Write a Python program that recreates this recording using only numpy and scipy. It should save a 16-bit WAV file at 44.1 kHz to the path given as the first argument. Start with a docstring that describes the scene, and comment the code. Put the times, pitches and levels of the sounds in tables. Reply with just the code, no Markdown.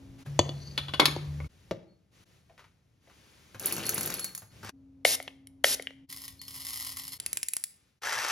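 """A steel crank thuds, clinks and clatters onto a stone counter: coffee is being made with a hand grinder.
A metal cup knocks on a hollow scale and a button clacks. Beans drop in and set the cup ringing, a pump
sprayer mists them twice, and they rattle down into the grinder's barrel. The dial clicks from notch to
notch and the burrs start to crunch. All is close to a two-port microphone, over kitchen rumble, hiss
and hum; between actions the level dips briefly and the background shifts."""
import sys
import numpy as np
from scipy import signal
from scipy.fft import rfft, irfft, next_fast_len
from scipy.io import wavfile
from scipy.ndimage import uniform_filter1d

SR = 44100
rng = np.random.default_rng(int(sys.argv[2]) if len(sys.argv) > 2 else 0)


def bounce(signal):
    """Save signal as a 16-bit WAV file at the path given by the first command-line argument."""
    frames = np.transpose(np.atleast_2d(signal))
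    limited = np.clip(frames, -1, 1)
    pcm = np.round(limited * 32767).astype(np.int16)
    wavfile.write(sys.argv[1], SR, pcm)


N = 366471
TIME = np.arange(N) / SR

LID_MODES = [(2960, -8, .07), (3420, 0, .05), (3478, -5, .055), (4550, -8, .04)]  # ring of the crank's lid: f/Hz, level/dB, t60/s
CRUNCH_COLOUR = [(150, -38.5), (500, -10.5), (900, -2.5), (1800, -2), (2700, -7), (4200, -11.5),
                 (5900, -6.5), (6900, -14.5), (7800, -8.5), (10000, -21), (11700, -17), (13500, -29),
                 (15800, -42)]  # beans crushed or shifting in a heap: f/Hz, level/dB
DIPS = [(0.245, 0.016), (1.483, 0.015), (2.248, 0.0099), (4.716, 0.023), (6.071, 0.025), (7.183, 0.0072),
        (8.004, 0.02)]  # brief dips in level between actions: t/s, half length/s


def crank():
    """The lid end clinks and bounces, then the steel arm clatters, reaching each port by its own paths."""
    arm_hits = [(0.9971, -14.5, 1), (1.009, -27, -1.5), (1.019, -25.5, -2.5), (1.028, -26, -4),
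                (1.081, -30.5, -3), (1.4029, -42.5, -6), (1.4439, -52, -5)]  # the arm falls flat and rattles: t/s, level/dB, tilt/(dB/octave)
    arm_colour = [(60, -13.5), (330, 4.5), (650, -0.5), (1080, 7), (1700, -6), (2220, 7.5), (2700, -6),
                  (3600, -3.5), (6000, -16), (15500, -36)]  # its clatter: f/Hz, level/dB
    arm_modes = [(973, -3, .14), (1107, 3, .13), (1144, 0, .18), (1380, 2, .17), (2120, 10, .07),
                 (2210, 17, .04)]  # its ring: f/Hz, level/dB, t60/s
    clinks = [(0.7774, -25.5, 0, -26), (0.7862, -32, -3, -30.5), (0.8837, -39, -5, -42),
              (0.892, -40.5, -3.5, -45.5), (0.9371, -30, -4, -28), (0.9443, -34.5, -2.5, -31.5),
              (0.9997, -15, -0.5, -20.5), (1.0559, -15, 3, -26)]  # the lid end on stone: t/s, level/dB, tilt/(dB/octave), lid ring/dB
    clink_colour = [(200, -10.5), (700, -8.5), (1100, 3), (1900, -4), (3400, 2), (4400, 3.5), (5600, -11.5),
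                    (11000, -15.5), (15500, -27)]  # its bright attack: f/Hz, level/dB
    hub_modes = [(3915, -1, .19), (3984, -2, .19), (4106, 1, .19), (10540, -9, .2), (11190, 4, .12)]  # the hub's ring: f/Hz, level/dB, t60/s
    clatter = np.zeros((2, N))
    for port in clatter:
        port += blows(arm_hits, arm_colour, chatter_s=0.004, chatter_db=5, modes=arm_modes, ring_db=-21)
        port += blows(clinks, clink_colour, chatter_s=0.0042, chatter_db=11.5,
                      modes=hub_modes, ring_db=-24)
    return diffuse(clatter) + rings(clinks, LID_MODES)


def knob():
    """The crank's knob thuds on stone, shaking the lid, and slides a little."""
    hits = [(0.392, -13, -1, -21), (0.4922, -35, -2.04, -34), (1.1639, -31, -5, -62)]  # knob on counter: t/s, level/dB, tilt/(dB/octave), lid ring/dB
    colour = [(25, -22), (100, 6.5), (200, -3.5), (350, 5), (620, 6), (1000, -4.5), (1800, -17.5),
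              (2600, -13), (3800, -16.5), (4450, 2), (5400, -26), (6500, -3.5), (7200, -12), (9000, -23),
              (15000, -42.5)]  # its thud: f/Hz, level/dB
    modes = [(350, 11, 0.086), (4300, 12, 0.016), (6350, 19, .012)]  # its short ring: f/Hz, level/dB, t60/s
    thuds = blows(hits, colour, chatter_s=0.0036, chatter_db=5, modes=modes, ring_db=-24.5)
    return thuds + rings(hits, LID_MODES) + scrape()


def scrape(width_hz=520, overtone_ratio=1.36, overtone_db=-7, judder_db=3):
    """The lid sings as it slides: uneven friction feeds two resonances that glide up."""
    glide = [(0.521, 4300, -66.5), (.6, 4345, -55), (.66, 4580, -51.5), (.77, 4620, -63)]  # the lower resonance: t/s, f/Hz, level/dB
    s, hz, db = np.transpose(glide)
    grip = signal.sosfilt(signal.butter(2, width_hz / 2, fs=SR, output="sos"), rng.standard_normal((2, N)))
    judder = uniform_filter1d(rng.standard_normal(N), size=600)
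    phase = 2 * np.pi * np.cumsum(np.interp(TIME, s, hz)) / SR
    song = grip[0] * np.sin(phase) + amp(overtone_db) * grip[1] * np.sin(overtone_ratio * phase)
    level_db = np.interp(TIME, s, db, left=-150, right=-150) + judder_db * judder / rms(judder)
    return amp(level_db) * song / rms(grip)


def filling():
    """Beans land, set the cup ringing, bounce about and settle."""
    beans = [(3.5966, -32.5, 7.5, -47.5), (3.6585, -20, 19.5, -33.5), (3.671, -27, 19, -52),
             (3.7238, -24.5, 7.5, -36), (3.742, -45, 2, -42), (3.7655, -33, 3.5, -56), (3.781, -33, 0, -61),
             (3.8548, -53, -13, -35), (3.8655, -27.5, 5, -53), (3.8923, -20.5, 4.5, -53),
             (3.9441, -24.5, 18.5, -39), (3.9797, -27, 1.5, -34), (4.0093, -26.5, 10, -46),
             (4.0313, -29.5, 5.5, -43), (4.0595, -26.5, 19, -54), (4.074, -31.5, 2.5, -54),
             (4.102, -32, 3, -65), (4.1401, -27, 7, -40.5), (4.168, -50, 12, -44.5),
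             (4.1944, -32, 3.5, -34), (4.2441, -26, 5.5, -47), (4.3498, -32.5, 6, -45),
             (4.3776, -35, 5, -57), (4.6473, -40, -1.5, -79), (4.6915, -43, -1, -65)]  # the loudest landings: t/s, level/dB, tilt/(dB/octave), cup ring/dB
    bean_colour = [(50, -18.5), (130, 6.5), (300, 0), (700, -3.5), (1500, -2), (2300, -10.5), (3200, -14.5),
                   (5000, -10), (7000, -7), (11000, -11), (15800, -12.5)]  # bean on metal: f/Hz, level/dB
    cup_modes = [(4338, -11, .4), (4356, -14, .35), (11045, 0, .34), (11070, -8, .25), (11420, -7, .07)]  # the cup's ring: f/Hz, level/dB, t60/s
    stream = [(3.6, 4.13, -38, 0.0069, 0.094)]  # a handful streams in: start/s, end/s, relative level/dB, rise/s, fall/s
    shift = [(4.62, 4.7, -43.5, 0.029, 0.0047)]  # the heap shifts: start/s, end/s, level/dB, rise/s, fall/s
    bumps = [(0.262, -46.5), (3.546, -44), (3.56, -64), (4.42, -51.5), (4.632, -42.5)]  # soft handling bumps: t/s, level/dB
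    bump_colour = [(40, -2.5), (100, 4.5), (300, -14), (1300, -15), (3000, -25.5), (15000, -35)]  # their low thump: f/Hz, level/dB
    landings = blows(beans, bean_colour, chatter_s=0.003, chatter_db=21) + rings(beans, cup_modes)
    bounces = amp(-6) * rattle(stream, bean_colour, per_s=500, spread_db=3, rub_db=-6)
    ticks = amp(-7) * grains(stream[0], low_hz=2000, high_hz=13000, cycles=1.6, spread_db=12, count=200)
    hollow = amp(-11) * grains(stream[0], low_hz=240, high_hz=900, cycles=1.2, spread_db=8, count=150)
    settling = rattle(shift, CRUNCH_COLOUR, per_s=350, spread_db=5, rub_db=-6)
    handling = blows(bumps, bump_colour, chatter_s=0.0134, chatter_db=11)
    return landings + bounces + ticks + hollow + settling + handling


def sprayer():
    """The plunger knocks, the nozzle hisses evenly until the stroke ends, and a spring snaps it back."""
    puffs = [(5.049, 5.156, -26.5), (5.64, 5.75, -27.5)]  # puffs of mist: start/s, end/s, level/dB
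    mist_colour = [(200, -12), (500, -5), (800, -12), (1300, -13.5), (2100, -6.5), (3000, -3.5), (4000, 0),
                   (5500, 1.5), (7000, -2), (9000, 4), (11000, -1), (12500, -4), (15500, -10.5)]  # the nozzle's hiss: f/Hz, level/dB
    strokes = [(5.0511, -12.5, -1), (5.2016, -35, -5.5), (5.2271, -44, 14), (5.4717, -46.5, 12.5),
               (5.6435, -13.5, 0), (5.7972, -34, -4.5), (5.824, -40.5, 11), (5.9072, -47, -1.5)]  # the plunger goes down and is let go: t/s, level/dB, tilt/(dB/octave)
    pump_colour = [(100, -23.5), (250, -26), (480, 1), (720, -0.5), (1050, -17), (1350, -4.5), (1700, -9),
                   (1970, 5), (2190, 7), (2600, -11.5), (3000, 0), (3500, -6.5), (6000, -21),
                   (10000, -19.5), (15000, -47)]  # its knock: f/Hz, level/dB
    stops = [(5.2785, -35.5), (5.8712, -30.5)]  # it springs back against the stop: t/s, level/dB
    stop_colour = [(300, -7), (1400, -6.5), (2200, 7), (3000, 7), (4500, -14.5), (12000, -33)]  # that snap: f/Hz, level/dB
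    jet = sum(amp(db) * gate(start, end, edge_s=0.0028) for start, end, db in puffs)
    mist = jet * coloured(rng.standard_normal(N), mist_colour)
    snaps = blows(stops, stop_colour, chatter_s=0.0026, chatter_db=0)
    return mist + snaps + blows(strokes, pump_colour, chatter_s=0.0019, chatter_db=-3.5)


def pouring():
    """Damp beans slide off the cup into the barrel; the rim tings whenever it is touched or rubbed."""
    surges = [(6.088, 6.25, -44, 0.0022, 0.044), (6.41, 6.87, -35, 0.26, 0.066),
              (6.96, 7.14, -45, 0.018, 0.024)]  # one per tip of the cup: start/s, end/s, relative level/dB, rise/s, fall/s
    tumbles = [(6.1267, -36.5), (6.2803, -38), (6.4157, -40), (6.4817, -38.5), (6.8258, -48),
               (6.9705, -34.5), (6.9962, -36), (7.0804, -37.5), (7.1329, -37)]  # the loudest beans to fall in: t/s, level/dB
    barrel_colour = [(300, -42), (600, -20), (850, -12), (960, -2.5), (1160, -4.5), (1340, -16.5),
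                     (1650, -16.5), (1960, -0.5), (2150, -5), (2500, -10.5), (3000, -1.5), (3600, -4.5),
                     (4600, -2.5), (5250, 4.5), (5900, -8), (6400, -3.5), (10800, 1.5), (15800, -5.5)]  # the grinder's hollow barrel: f/Hz, level/dB
    rim_colour = [(3000, -54), (4150, -12), (4340, -8), (4520, -20), (6000, -43)]  # the rim under sliding beans: f/Hz, level/dB
    rim_modes = [(4340, 6, 0.2), (11040, -26, .2)]  # the rim ringing freely: f/Hz, level/dB, t60/s
    touches = [(3.854, -45), (4.178, -57), (6.394, -53), (6.432, -55), (7.121, -54), (7.149, -57)]  # a bean or the grinder taps it: t/s, level/dB
    rubs = [(1.87, -64.5, 0.027), (4.215, -39.5, 0.015), (4.469, -60, 0.027)]  # a finger or a rolling bean makes it sing: t/s, level/dB, rise/s
    out = amp(-2) * rattle(surges, barrel_colour, per_s=800, spread_db=7, rub_db=-8.5)
    out += amp(-19) * rattle(surges, rim_colour, per_s=80, spread_db=5, rub_db=14)
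    for s, db in touches:
        add(out, s, amp(db) * ring(rim_modes))
    for s, db, rise_s in rubs:
        ting = ring(rim_modes)
        attack = (1 - np.exp(-TIME[:len(ting)] / rise_s)) ** 2
        add(out, s, amp(db) * ting * attack)
    return out + blows(tumbles, barrel_colour, chatter_s=0.0046, chatter_db=2.5)


def dial(knock_db=-7, knock_t60=0.0074, room_db=-12):
    """A sprung pin snaps dryly from notch to notch; each click has its own knock and reflections."""
    detents = [(7.199, -30, -1.2), (7.2617, -26.5, -0.09), (7.3294, -26.5, 0.41), (7.371, -27, -1.6),
               (7.4294, -26, -0.18), (7.4842, -26.5, 1.3), (7.5344, -26.5, 1.5), (7.5661, -27, -0.029),
               (7.638, -26.5, 0.68)]  # notches of the grind setting: t/s, level/dB, tilt/(dB/octave)
    colour = [(200, -19), (1200, -22.5), (2200, -8), (3500, -10), (5000, -3.5), (6300, -8), (7800, 4.5),
              (9200, -3), (10800, 1), (12300, -11.5), (16000, -8)]  # the pin's snap: f/Hz, level/dB
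    click_modes = [(7640, 1.3, 0.0049), (10500, 6.2, 0.0066)]  # its tiny ring: f/Hz, level/dB, t60/s
    knock_pitches = [2900, 2700, 2340, 2500, 2200, 1920, 2500, 2220, 1940]  # the knock under each click: f/Hz
    out = np.zeros((2, N))
    for (s, db, tilt), hz in zip(detents, knock_pitches):
        modes = click_modes + [(hz, knock_db, knock_t60)]
        click = blows([(0.0012, db, tilt)], colour, chatter_s=0.0029, chatter_db=1, modes=modes)[:SR // 10]
        for side, echo in zip(out, kitchen(click, early_db=-13, early_s=0.004)):
            add(side, s, click)
            add(side, s, amp(room_db) * echo)
    return out


def grinding():
    """Dense fractures between the burrs, with a few whole beans cracking."""
    bite = [(8.016, 8.31, -34.5, 0.015, .05)]  # the burrs bite: start/s, end/s, level/dB, rise/s, fall/s
    chewing = [(8.045, 8.23, -40.5, 0.0091, .01)]  # coarse pieces are chewed up: start/s, end/s, level/dB, rise/s, fall/s
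    cracks = [(8.1275, -32, 0), (8.1312, -51, 2), (8.168, -44, -1), (8.1872, -32, 1), (8.2475, -29, -2.5),
              (8.286, -36, 9), (8.3, -31, 0)]  # whole beans split: t/s, level/dB, tilt/(dB/octave)
    crunch = rattle(bite, CRUNCH_COLOUR, per_s=1000, spread_db=3.5, rub_db=-7)
    crunch += grains(chewing[0], low_hz=1500, high_hz=2000, cycles=5, spread_db=14, count=30)
    return crunch + blows(cracks, CRUNCH_COLOUR, chatter_s=0.0032, chatter_db=16)


def scale():
    """The hollow scale answers the cup with a dull knock, the finger with a soft bump; its button clacks."""
    cup_down = [(1.7112, -28.5)]  # the cup is set on the scale: t/s, level/dB
    case_colour = [(50, -12), (110, -2.5), (300, -6.5), (620, -7), (950, -27), (2200, -28), (4000, -30.5),
                   (7000, -36.5), (15000, -81)]  # the hollow case: f/Hz, level/dB
    case_modes = [(108, -1, .17), (307, -11, .16), (400, -12, .15), (480, -8, .15), (544, -4, .19),
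                  (608, -6, .18), (635, 16, .03), (668, -11, .19)]  # its low ring: f/Hz, level/dB, t60/s
    presses = [(2.4963, -57.5), (3.073, -59.5)]  # a fingertip lands and lifts off: t/s, level/dB
    press_colour = [(200, -19), (500, -11), (720, 3.5), (1050, -21), (2200, -19.5), (12000, -49)]  # its soft bump: f/Hz, level/dB
    clacks = [(2.5788, -54.5), (2.594, -52.5), (2.6425, -56.5), (3.099, -59)]  # the power button: t/s, level/dB
    clack_colour = [(200, -14), (700, -3.5), (1300, -0.5), (2200, -2.5), (4000, -11), (7000, -17),
                    (15000, -29)]  # its clack: f/Hz, level/dB
    knock = blows(cup_down, case_colour, chatter_s=0.0076, chatter_db=11.5, modes=case_modes, ring_db=-6.5)
    finger = blows(presses, press_colour, chatter_s=0.017, chatter_db=20)
    return knock + finger + blows(clacks, clack_colour, chatter_s=0.026, chatter_db=7.5)


def room_tone(rise_share=0.17, fall_s=0.07):
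    """Rumble and hiss hold steady from dip to dip; moving hands add rumble and rustle."""
    beds = [(-51, -65), (-47, -57.5), (-68.5, -80), (-67, -77.5), (-61.5, -82), (-59.5, -71), (-75, -81),
            (-68, -77)]  # one row per stretch between dips: rumble/dB, hiss/dB
    moves = [(0.18, 0.216, -71, -57.5), (1.45, 1.702, -61, -65.5), (2.11, 2.27, -64, -62.5),
             (2.244, 2.374, -65.5, -66), (2.42, 2.668, -68, -71.5), (3.0, 3.541, -70, -60.5),
             (3.553, 4.138, -58, -50), (4.497, 4.667, -54.5, -57.5), (7.16, 7.348, -62, -58.5),
             (7.59, 7.893, -80, -72.5)]  # hands and sleeves: start/s, end/s, rumble/dB, rustle/dB
    rumble_colour = [(20, -27.5), (45, -3), (80, 4.5), (150, 0), (250, -10), (400, -14.5), (800, -20.5),
                     (1600, -25.5)]  # the kitchen's low end: f/Hz, level/dB
    hiss_colour = [(300, 2), (700, -7), (1750, -6), (2300, -5), (3300, -7), (7000, -10.5), (10000, -14),
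                   (15000, -22.5)]  # hiss and rustle: f/Hz, level/dB
    dip_times = [s for s, _ in DIPS]
    stretch = np.searchsorted(dip_times, TIME)
    rumble, hiss = amp(beds)[stretch].T
    for start, end, rumble_db, rustle_db in moves:
        own_stretch = stretch == np.searchsorted(dip_times, (start + end) / 2)
        move = swell(start, end, 0, rise_share * (end - start), fall_s) * own_stretch
        rumble = np.hypot(rumble, amp(rumble_db) * move)
        hiss = np.hypot(hiss, amp(rustle_db) * move)
    air = np.zeros((2, N))
    lowpass = signal.butter(2, 900, fs=SR, output="sos")
    for side in air:
        side += rumble * signal.sosfilt(lowpass, coloured(rng.standard_normal(N), rumble_colour))
        side += hiss * coloured(rng.standard_normal(N), hiss_colour)
    return diffuse(air)


def hum(waver_db=1.2, drift_rad=0.4):
    """Low hums come and go, wavering in level and phase."""
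    tones = [(0, 0.254, 271, -55), (0.268, 0.573, 141.8, -37.5), (0.557, 1.008, 141.4, -45.5),
             (1.021, 1.463, 146.5, -38.5), (1.273, 1.468, 77.5, -40), (4.717, 6.08, 270.5, -57.5),
             (6.1, 7.15, 270, -64)]  # background hums: start/s, end/s, f/Hz, level/dB
    out, knots = np.zeros(N), np.linspace(0, TIME[-1], 100)
    for start, end, hz, db in tones:
        waver, drift = (np.interp(TIME, knots, rng.standard_normal(len(knots))) for _ in range(2))
        tone = np.sqrt(2) * np.sin(2 * np.pi * hz * TIME + drift_rad * drift)
        out += amp(db + waver_db * waver) * gate(start, end, edge_s=0.015) * tone
    return out


def kitchen(x, gap_s=0.00066, early_db=5, early_s=0.012):
    """Reflections: strong early ones from counter and cupboards, then a tail that dies band by band."""
    decay_times = [(100, 0.97), (550, 0.5), (2000, .5), (5000, 0.4), (10000, 0.35), (16000, 0.26)]  # the room's decay: f/Hz, t60/s
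    t = TIME[:SR]
    taps = rng.standard_normal((2, SR)) * (rng.random((2, SR)) < 0.12) * (t > gap_s)
    taps *= 1 + amp(early_db) * np.exp(-t / early_s)
    hz, frame_s, bands = signal.stft(diffuse(taps), SR, nperseg=256)
    decay = np.exp(-np.log(1000) * frame_s / curve(decay_times, hz)[:, None])
    tail = signal.istft(bands * decay, SR, nperseg=256)[1]
    return signal.oaconvolve(np.atleast_2d(x), tail / np.linalg.norm(tail[0]), axes=1)[:, :N]


def diffuse(pair):
    """Makes two unrelated signals as alike as a diffuse field is at the two ports."""
    coherence = [(100, 0.97), (300, 0.6), (1100, 0.27), (1900, 0.73), (3000, 0.48), (6500, 0.92), (8200, 1),
                 (15000, 0.49)]  # the room at the ports: f/Hz, left-right likeness/(0 to 1)
    size = next_fast_len(pair.shape[1])
    left, other = rfft(pair, size)
    likeness = np.clip(curve(coherence, np.fft.rfftfreq(size, 1 / SR)), -1, 1)
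    right = likeness * left + np.sqrt(1 - likeness ** 2) * other
    return irfft([left, right], size)[:, :pair.shape[1]]


def blows(hits, colour, chatter_s, chatter_db, modes=(), ring_db=0):
    """Each blow is one push and a dying chatter of the contact, through the body; its modes ring on."""
    out, t = np.zeros(N), TIME[:SR // 10]
    for s, db, *extra in hits:
        tilt = extra[0] if extra else 0
        contact = rng.standard_normal(len(t)) * np.exp(-t / chatter_s)
        contact *= amp(chatter_db) / np.linalg.norm(contact)
        contact[0] = 1  # the push
        knock = signal.fftconvolve(contact, body(colour, tilt))
        add(out, s, amp(db) * knock / rms(knock[:220]))  # the first 5 ms set the level
        if modes:
            add(out, s, amp(db + ring_db) * ring(modes, tilt))
    return out


def rattle(flows, colour, per_s, spread_db, rub_db):
    """Many small collisions of uneven size over a little rubbing, following the flow."""
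    sizes = amp(spread_db * np.minimum(rng.exponential(1, N), 3)) * rng.choice([-1, 1], N)
    ticks = sizes * (rng.random(N) < per_s / SR)
    drive = ticks / rms(ticks) + amp(rub_db) * rng.standard_normal(N)
    return coloured(drive, colour) * sum(swell(*flow) for flow in flows)


def grains(flow, low_hz, high_hz, cycles, spread_db, count):
    """Separate knocks scattered through a flow, each with its own pitch and size."""
    out, t = np.zeros(N), TIME[:SR // 20]
    start, hold_end, _, _, fall_s = flow
    end = hold_end + 2 * fall_s
    for k, (place, pitch, size) in enumerate(rng.random((count, 3))):
        turns = t * low_hz * (high_hz / low_hz) ** pitch
        knock = np.sin(2 * np.pi * turns) * np.exp(-turns / cycles)
        add(out, start + (end - start) * (k + place) / count, amp(spread_db * size) * knock)
    return out / rms(out[round(start * SR):round(end * SR)]) * swell(*flow)


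def ring(modes, tilt=0):
    """Dying modes, the high ones louder after a bright blow; each blow meets them in another phase."""
    t = TIME[:SR // 2]
    return sum(amp(db + tilt * np.log2(hz / 4000) / 2 - 60 * t / t60)
               * np.sin(2 * np.pi * (hz * t + rng.random())) for hz, db, t60 in modes)


def rings(hits, modes):
    """Each blow sets a part ringing, at the level in its last column."""
    out = np.zeros(N)
    for s, *_, db in hits:
        add(out, s, amp(db) * ring(modes))
    return out


def body(colour, tilt=0, size=4096):
    """Minimum-phase impulse response of a colour, tilted in dB per octave about 2 kHz."""
    hz = abs(np.fft.fftfreq(size, 1 / SR))
    db = curve(colour, hz) + tilt * np.log2(np.clip(hz, 500, 12000) / 2000)
    spectrum = np.exp(np.conj(signal.hilbert(np.log(amp(db)))))
    return np.fft.ifft(spectrum).real[:size // 2]


def coloured(drive, colour):
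    """A drive passed through a body, at unit level."""
    sound = signal.oaconvolve(drive, body(colour))[:N]
    return sound / rms(sound)


def swell(start, end, db, rise_s, fall_s):
    """Gain of a motion that builds up from its start, holds, and dies away after its end."""
    attack = 1 - np.exp(-np.maximum(TIME - start, 0) / rise_s)
    release = np.exp(-np.maximum(TIME - end, 0) / fall_s)
    return amp(db) * attack * release


def gate(start, end, edge_s):
    """Open between two times, with sloping edges."""
    return np.clip(np.minimum(TIME - start, end - TIME) / edge_s + 0.5, 0, 1)


def curve(points, hz):
    """A table's value along a log-frequency axis."""
    f, value = np.transpose(points)
    return np.interp(np.log(hz + 1), np.log(f + 1), value)


def add(mix, s, sound):
    """Mixes a sound in at time s."""
    part = mix[max(round(s * SR), 0):][:len(sound)]
    part += sound[:len(part)]


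def amp(db):
    """Decibels to gain."""
    return 10 ** (np.asarray(db) / 20)


def rms(x):
    """Root mean square."""
    return np.sqrt(np.mean(x ** 2) + 1e-20)


def scene():
    """Sources arrive directly and through the room; those before the dial are faded out at a dip."""
    # sound, reverb send/dB, the dip that ends it
    sources = [(knob(), -9.5, DIPS[1]), (crank(), -5, DIPS[1]), (scale(), -9, DIPS[3]),
               (filling(), -4, DIPS[3]), (sprayer(), -12, DIPS[4]), (pouring(), -4, DIPS[5])]
    out = sum((sound + amp(send_db) * kitchen(sound)) * gate(-1, dip_s, edge_s=0.025)
              for sound, send_db, (dip_s, _) in sources)
    crunch = grinding()
    return out + dial() + crunch + amp(-5.5) * kitchen(crunch) + room_tone() + hum()


def record(dry, low_cut_hz=42, top_hz=16100, dip_floor=0.11):
    """A low cut and each port's phase and level; then the sound dips at each edit and the top is cut off."""
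    balance = [(100, 1), (1200, 2), (2200, 2), (4500, 4.5), (7000, 0.5), (16000, -1)]  # level between the ports: f/Hz, left minus right/dB
    phase_lead = [(100, 0), (1500, .1), (3000, .9), (5200, .8), (6700, -1.1), (8250, -3.14), (10700, -5.6),
                  (12000, -6.5), (15200, -9.3)]  # phase between the ports: f/Hz, left lead/rad
    size = next_fast_len(N + SR // 10)
    hz = np.fft.rfftfreq(size, 1 / SR)
    left = amp(curve(balance, hz) / 2) * np.exp(0.5j * curve(phase_lead, hz))
    ports = np.array([left, 1 / left])
    ports /= np.sqrt(np.mean(abs(ports) ** 2, axis=0))
    dry = signal.sosfilt(signal.butter(3, low_cut_hz, "highpass", fs=SR, output="sos"), dry)
    out = irfft(rfft(dry, size) * ports, size)[:, :N]
    for s, half_s in DIPS:
        out *= np.minimum(dip_floor + ((TIME - s) / half_s) ** 2, 1)
    band_limit = signal.firwin(255, top_hz, window=("kaiser", 9), fs=SR)
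    return signal.oaconvolve(np.clip(out, -1, 1), band_limit[None], "same")


dry = scene()
out = record(dry)
bounce(out)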